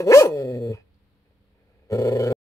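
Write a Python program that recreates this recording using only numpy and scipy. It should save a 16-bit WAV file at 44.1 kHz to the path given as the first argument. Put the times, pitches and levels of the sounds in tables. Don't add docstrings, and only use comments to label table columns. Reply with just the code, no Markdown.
import sys
import numpy as np
from scipy import signal
from scipy.fft import rfft, irfft, next_fast_len
from scipy.io import wavfile
from scipy.ndimage import uniform_filter1d, map_coordinates

SR = 44100
rng = np.random.default_rng(int(sys.argv[2]) if len(sys.argv) > 2 else 0)


def gain_from_db(level_db):
    decades = np.asarray(level_db, float) / 20
    return 10 ** decades


def transcribe(u):
    v = np.clip(np.atleast_2d(u).T, -1, 1)
    q = np.round(v * 32767).astype(np.int16)
    wavfile.write(sys.argv[1], SR, q)


N = 107118


def unit(x):
    return x / np.sqrt(np.mean(x ** 2) + 1e-20)


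def along(points, hz):
    f, v = np.transpose(points)
    return np.interp(np.log(hz + 1), np.log(f + 1), v)


def curves(tables):
    s, *cols = np.transpose(sum(tables, []))
    return [np.interp(np.arange(N) / SR, s, c) for c in cols]


def wobble(rate):
    knots = rng.standard_normal(int(N * rate / SR) + 4)
    return map_coordinates(knots, [np.arange(N) * rate / SR])


def bump(s, width):
    return np.exp(-((np.arange(N) / SR - s) / width) ** 2)


def stages(shifts_s):
    stage = np.searchsorted(shifts_s, np.arange(N) / SR)
    return stage == np.arange(len(shifts_s) + 1)[:, None]


def filtered(x, response):
    m = next_fast_len(N + SR // 2)
    return irfft(rfft(x, m) * response(np.fft.rfftfreq(m, 1 / SR)), m)[..., :N]


def tract(peaks, f):
    return sum((-1) ** k * gain_from_db(db) * 1j * f * w / (c * c - f * f + 1j * f * w)
               for k, (c, w, db) in enumerate(peaks))


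def notch(shape, f):
    c, inner, outer = shape
    return (c * c - f * f + 1j * f * inner) / (c * c - f * f + 1j * f * outer)


def spread(apart):
    shared, own = rng.standard_normal((2, N))
    return shared + apart * own * np.array([[1], [-1]])


# f/Hz, level/dB (per Hz)
AIR_COLOUR = [(25, -15.5), (70, -2), (170, -18), (800, -29), (4300, -36), (6300, -55.5), (12300, -46.5),
              (15500, -52)]
# f/Hz, likeness 0-1
AIR_LIKENESS = [(60, 0.74), (240, 0.97), (950, 0.13), (3770, 0.04), (15000, 0.029)]
# f/Hz, level/dB (rms)
HUM_TONES = [(199.2, -74), (285.3, -78.5), (495.3, -87.5)]


def air():
    turn = lambda f: np.arccos(np.clip(along(AIR_LIKENESS, f), -1, 1)) / 2
    colour = lambda f: gain_from_db(along(AIR_COLOUR, f)) * [np.cos(turn(f)), np.sin(turn(f))]
    mid, side = filtered(rng.standard_normal((2, N)), colour)
    t = np.arange(N) / SR
    hum = sum(gain_from_db(db + 4.0 + 0.82 * wobble(0.9)) * np.sin(2 * np.pi * hz * t) for hz, db in HUM_TONES)
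    level = gain_from_db(-64.5 + 0.43 * wobble(6.9))
    return level * np.array([mid + side, mid - side]) / np.std(mid) + hum


# f/Hz, t/s
ECHO_TIMES = [(200, 0.57), (2000, 0.098), (10000, 0.084)]
# f/Hz, level/dB
ECHO_COLOUR = [(300, -34.5), (800, -10.5), (3000, -7.5), (8000, -0.5)]


def shelter(x):
    bass_top_db = -27
    hz, t, z = signal.stft(rng.standard_normal((2, SR // 3)), SR, nperseg=256)
    tail = signal.istft(z * gain_from_db(-60 * t / along(ECHO_TIMES, hz)[:, None]), SR, nperseg=256)[1]

    def colour(f):
        db = along(ECHO_COLOUR, f)
        return gain_from_db(np.where(f < 700, np.minimum(db, bass_top_db), db))

    delayed = np.pad(filtered(x.mean(axis=0), colour), (300, 0))
    return signal.fftconvolve(delayed[None], tail / np.linalg.norm(tail[0]), axes=1)[:, :N]


# t/s, f/Hz, level/dB, time to fall 60 dB t/s
TAG_TICK = (.944, 4450, -64, .015)


def collar_tag():
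    s, hz, db, t60 = TAG_TICK
    t = np.clip(np.arange(N) / SR - s, 0, 1)
    return gain_from_db(db - 60 * t / t60) * np.sin(2 * np.pi * hz * t)


# t/s, length t/s, level/dB
SNUFFLE_PUFFS = [
    (0.774, .06, -61),
    (0.866, .08, -78),
    (1.301, 0.26, -79),
    (1.577, 0.13, -72.5),
    (1.737, 0.176, -70.5),
    (1.867, .08, -75.5),
]
# f/Hz, width f/Hz, level/dB
SNOUT_PEAKS = [(480, 300, 0), (960, 200, -4), (1650, 300, -5), (2530, 300, -4)]


def snuffles():
    puffs = sum(gain_from_db(db) * bump(s, length / 2) for s, length, db in SNUFFLE_PUFFS) * gain_from_db(3.4 * wobble(90))
    return puffs * unit(filtered(rng.standard_normal(N), lambda f: tract(SNOUT_PEAKS, f) ** 2))


# t/s, width t/s, level/dB
SIGH_PUFFS = [
    (.745, 0.019, -54.5),
    (0.789, 0.027, -64),
]
# f/Hz, width f/Hz, level/dB
LIP_PEAKS = [(958, 49, -3.5), (1340, 100, -6), (1920, 91, -7), (2530, 88, 5.5), (3300, 120, -7),
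             (3934, 51, -12), (4800, 90, -14.5), (5280, 66, -15)]


def sigh():
    puffs = sum(gain_from_db(db) * bump(s, width) for s, width, db in SIGH_PUFFS)
    return puffs * unit(filtered(rng.standard_normal(N), lambda f: tract(LIP_PEAKS, f)))


# f/Hz, level/dB (per Hz)
HISS_COLOUR = [(1180, -34), (2000, -14), (2200, -11.5), (5270, 0), (5940, -9.5), (6530, -1.5),
               (15500, -14.5)]


def blast(hz, db, gate):
    grows_db, lag_s = 13, 0.0033
    effort_db = uniform_filter1d(db, size=1323) - db.max()
    blast_db = np.roll(grows_db * np.log2(hz / hz.max()) + effort_db, round(lag_s * SR))
    hiss = unit(filtered(spread(.8) * (.5 + gate), lambda f: gain_from_db(along(HISS_COLOUR, f))))
    thud = unit(filtered(spread(.7), lambda f: f / (20 + f) / (1 + (f / 120) ** 2)))
    return gain_from_db(blast_db) * (gain_from_db(-26.5) * hiss + gain_from_db(-40) * thud)


# t/s, level/dB, level/dB of its octave over it
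CHEST_LEVELS = [
    [(0, -42.5, 0.5), (.1, -34.5, 1), (.14, -41, 3.5), (.27, -41.5, 0), (.32, -43, -0.5), (.39, -40, -11.5),
     (.454, -37.5, 1), (.6, -35, -1.5), (.715, -34, -7.5), (.75, -40, -19), (.79, -72.5, -10)],
    [(1.885, -86, -8), (1.9, -71, 3), (1.925, -29, -4), (1.96, -32.5, -2.5), (2.33, -29.5, -5)],
]


def chest_tone(turns, loose, lead, choke_db, rough):
    chest_db, octave_db = curves(CHEST_LEVELS)
    low = np.sin(2 * np.pi * (turns + .27 * lead))
    octave_turns = 2 * (turns + .65 * (loose - turns)) - 0.5
    octave = gain_from_db(octave_db - .5 * choke_db) * np.sin(2 * np.pi * octave_turns)
    return np.sqrt(2) * gain_from_db(chest_db + 10 * rough * wobble(60)) * (low + octave)


# t/s, width t/s, level/dB
RASP_BURSTS = [
    (0, .02, -40),
    (.12, .008, -24),
    (.133, .008, -18),
    (.205, .008, -33),
]
# f/Hz, width f/Hz, level/dB
RASP_PEAKS = [(1040, 130, 0), (1350, 120, -3), (1700, 130, 1), (2220, 130, -2), (2540, 110, -1),
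              (4500, 2500, -16)]


def rasps(gate):
    bursts = sum(gain_from_db(db) * bump(s, width) for s, width, db in RASP_BURSTS) * (.5 + gate)
    return bursts * unit(filtered(rng.standard_normal(N), lambda f: tract(RASP_PEAKS, f) ** 2))


# centre t/s, width t/s, level/dB
HALF_TONE = (.182, 0.02, -29.5)


def half_tone(loose):
    s, width, db = HALF_TONE
    return gain_from_db(db) * bump(s, width) * np.sin(np.pi * loose)


# f/Hz, width f/Hz, level/dB
JAW_PEAKS = [
    [(1320, 330, -11.5), (1841, 90, -6), (2352, 260, -17.5), (2510, 37, -5), (3208, 102, -13.5)],
    [(1353, 100, 2), (1798, 98, 0), (2210, 73, -3), (2710, 94, -26.5), (2890, 89, -7)],
    [(1400, 110, 3), (1739, 130, -9), (2210, 65, -1.5), (2650, 84, -29.5), (3017, 69, 0.5)],
]
JAW_SHIFTS = [1.3, 2.18]


def jaws(folds, breath, size, db, rough):
    shut = gain_from_db(-30 + (0.87 - 1) * (db - db.max()))
    blown = (folds + 2.2 * breath / (rough + 0.17)) * size * shut
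    voice = np.zeros(N)
    for on, peaks in zip(stages(JAW_SHIFTS), JAW_PEAKS):
        for peak in peaks:
            patchy = blown * on * gain_from_db(3 * wobble(20))
            voice += filtered(patchy, lambda f: tract([peak], f))
    return voice


# f/Hz, width f/Hz, level/dB
MOUTH_PEAKS = [(934, 140, 12), (1460, 190, 2), (1556, 180, -1), (2280, 59, -10.5), (2504.6, 88, 1),
               (3180, 340, -8), (3330, 150, -16), (4450, 360, -14.5), (5550, 1600, -18.5),
               (6730, 2100, -21.5), (8850, 1600, -10), (11570, 4600, -25.5)]


def mouth(folds, breath, size, mouth_db):
    return filtered((folds + 3 * breath) * size * gain_from_db(mouth_db), lambda f: tract(MOUTH_PEAKS, f))


# f/Hz, width f/Hz, level/dB
THROAT_PEAKS = [
    [(371.7, 260, 3), (545, 260, 5)],
    [(353.5, 210, 0.5), (480, 190, 5.5)],
    [(405, 194.4, 5), (537, 280, 4.5)],
]
# f/Hz, width f/Hz, level/dB
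NOSE_PEAKS = [
    [(900, 84, -26.5)],
    [(880, 113, -28)],
    [(916, 150, -19)],
]
THROAT_SHIFTS = [.6, 1.3]
# f/Hz, inner width f/Hz, outer
# width f/Hz
THROAT_BRANCH = (740, 89, 87)


def throat(folds, breath, size, hz):
    shapes = stages(THROAT_SHIFTS)

    def passed(f, i):
        ring = tract(THROAT_PEAKS[i], f) ** 3 * notch(THROAT_BRANCH, f) + tract(NOSE_PEAKS[i], f)
        return ring * np.exp(2j * np.pi * f * 0.005)

    overtones = np.arange(1, 9)[:, None] * hz
    gain = sum(on * passed(overtones, i) for i, on in enumerate(shapes))
    passes = uniform_filter1d(np.sqrt(np.sum(abs(gain) ** 2, axis=0) / 2), size=441)
    source = (folds + breath) * size / passes
    return sum(filtered(source * on, lambda f: passed(f, i)) for i, on in enumerate(shapes))


# t/s, depth level/dB, lead lost in cycles
CHOKE_MOMENTS = [(0.436, 5, 0.062), (0.468, 5, .06), (.53, 2.5, .02), (0.598, 4.5, 0.05), (1.945, 3, .2),
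                 (1.975, 11.5, .3), (2.008, 7.5, .36), (2.037, 9.5, .38), (2.072, 3, 0.43),
                 (2.106, 16, 0.42), (2.145, 9.5, .33), (2.184, 12.5, .35), (2.222, 7.5, .33),
                 (2.255, 9, .3), (2.294, 10, .3), (2.335, 0.5, 0.28)]


def flutter():
    choke_s, run_up_s = .0078, .04
    t = np.arange(N) / SR
    s, db, lead = np.transpose(CHOKE_MOMENTS)[:, :, None]
    bells = bump(s, choke_s)
    run_s = np.minimum(np.diff(s, axis=0, prepend=0), run_up_s)
    run = np.clip(1 + (t - s) / run_s, 0, 1)
    back = np.cumsum(bells, axis=1) / bells.sum(axis=1, keepdims=True)
    return np.sum(db * bells, axis=0), np.sum(lead * (run - back), axis=0)


# t/s, f/Hz
VOICE_PITCH = [
    [(0, 189.7), (.048, 162.3), (.088, 207.9), (.113, 253.4), (.126, 405), (.138, 505.8)],
    [(.16, 562.2), (.188, 603.8), (.201, 624.4), (.214, 565.8), (.222, 503.8), (.235, 391.3), (.25, 285.2),
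     (.274, 188.5)],
    [(.302, 156.1), (.37, 142), (.454, 128.6), (.586, 120.8), (.674, 115.8), (.722, 110.6), (.78, 92.65)],
    [(1.896, 102.4), (1.924, 103.2), (1.956, 111.7), (1.99, 115.7), (2.07, 118.8), (2.2, 119.3),
     (2.33, 118.8)],
]
# t/s, throat level/dB, mouth level/dB, roughness 0-1
VOICE_EFFORT = [
    [(0, -13, -30.5, 0.18), (.018, -32, -25.5, 0.37), (.06, -31, -37, 0.23), (.075, -18, -31.5, 0.1),
     (.112, -12.5, -26.5, 0.21), (.122, -14.5, -14.5, 0), (.134, -11, -20, 0)],
    [(.143, -5, -16, 0.09), (.155, -8, -14, 0.07), (.175, -5.5, -17.5, 0.07), (.197, -10.5, -11.5, 0.04),
     (.203, -16.5, -8.5, 0.14), (.206, -23.5, -1, 0.2), (.214, -5.5, -19, 0.2), (.224, -13.5, -20.5, 0),
     (.229, -20, -12.5, 0.2)],
    [(.249, -18, -26, 0.5), (.26, -17.5, -27, 0.52), (.285, -28, -46, 0.24), (.33, -27, -56, 0.11),
     (.42, -26, -59, 0.06), (.5, -29, -53, 0.09), (.586, -32.5, -62, 0.21), (.64, -28, -59.5, 0),
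     (.722, -30, -50.5, 0.24), (.745, -53, -16.5, 0.23), (.8, -88, -15.5, 0.42)],
    [(1.885, -67, -36.5, 0.37), (1.899, -55.5, -31.5, 0.32), (1.904, -34.5, -43, 0.22),
     (1.915, -35, -40, 0.35), (1.93, -20.5, -50.5, 0.19), (2.05, -18.5, -40.5, 0.12),
     (2.33, -20, -42.5, 0.11)],
]
# f/Hz, inner width f/Hz, outer width f/Hz
SIDE_BRANCH = (1143, 13, 160)


def dog():
    (hz,), (db, mouth_db, rough) = curves(VOICE_PITCH), curves(VOICE_EFFORT)
    rough = np.clip(rough, 0, 1)
    choke_db, lead = flutter()
    turns = np.cumsum(hz) / SR
    loose = turns + lead + 0.21 * rough * wobble(90)
    k = np.arange(1, 41)[:, None]
    folds = np.sum(np.cos(2 * np.pi * k * loose) * (k * hz < 7000), axis=0)
    gate = (.5 + .5 * np.cos(2 * np.pi * loose)) ** 0.49
    breath = gain_from_db(-8.5) * rough * gate * rng.standard_normal(N) * np.sqrt(SR / hz)
    size = gain_from_db(db - choke_db + 5 * rough * wobble(110))
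    voice = throat(folds, breath, size, hz) + mouth(folds, breath, size, mouth_db)
    voice += jaws(folds, breath, size, db, rough) + half_tone(loose) + rasps(gate)
    voice = filtered(voice, lambda f: notch(SIDE_BRANCH, f))
    return voice + chest_tone(turns, loose, lead, choke_db, rough) + blast(hz, db, gate)


# f/Hz, level/dB
PORT_TILT = [(100, 0.6), (500, 0.5), (1000, 5), (2400, -7), (5000, -1), (15000, -10.5)]


def scene():
    lead_s = 0.00015
    x = dog() + snuffles() + sigh() + collar_tag()
    half = np.array([[.5], [-.5]])
    port = lambda f: gain_from_db(half * along(PORT_TILT, f)) * np.exp(2j * np.pi * half * lead_s * f)
    return filtered(x, port) + shelter(x) + air()


CLOCK_IMAGES = [-39.5, -45, -47, -50]


def converter(dry):
    clock_hz, image_hz = 3900, 506
    t = np.arange(N) / SR
    clock = sum(gain_from_db(db) * np.cos(2 * np.pi * (k + 1) * clock_hz * t) for k, db in enumerate(CLOCK_IMAGES))
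    grain = gain_from_db(-44) * filtered(rng.standard_normal((2, N)), lambda f: f > 4000)
    slope = filtered(dry, lambda f: 1j * f / image_hz / (1 + (f / image_hz / 2) ** 4))
    return dry + slope * (2 * clock + grain)


def low_pass(x):
    return signal.sosfilt(signal.butter(12, 15670, fs=SR, output="sos"), x)


def record(dry):
    cut_s, fade_s, after_s = 2.3292, .0012, .028
    t = np.arange(N) / SR
    kept = converter(dry) * np.clip((cut_s - t) / fade_s, 0, 1)
    kept = filtered(kept, lambda f: f < 15700)
    left = gain_from_db(-49) * np.clip(1 - (t - cut_s) / after_s, 0, 1) * (t > cut_s)
    remnant = filtered(dry * left, lambda f: f < 700)
    return low_pass(np.clip(kept + remnant, -1, 1))


dry = scene()
out = record(dry)
transcribe(out)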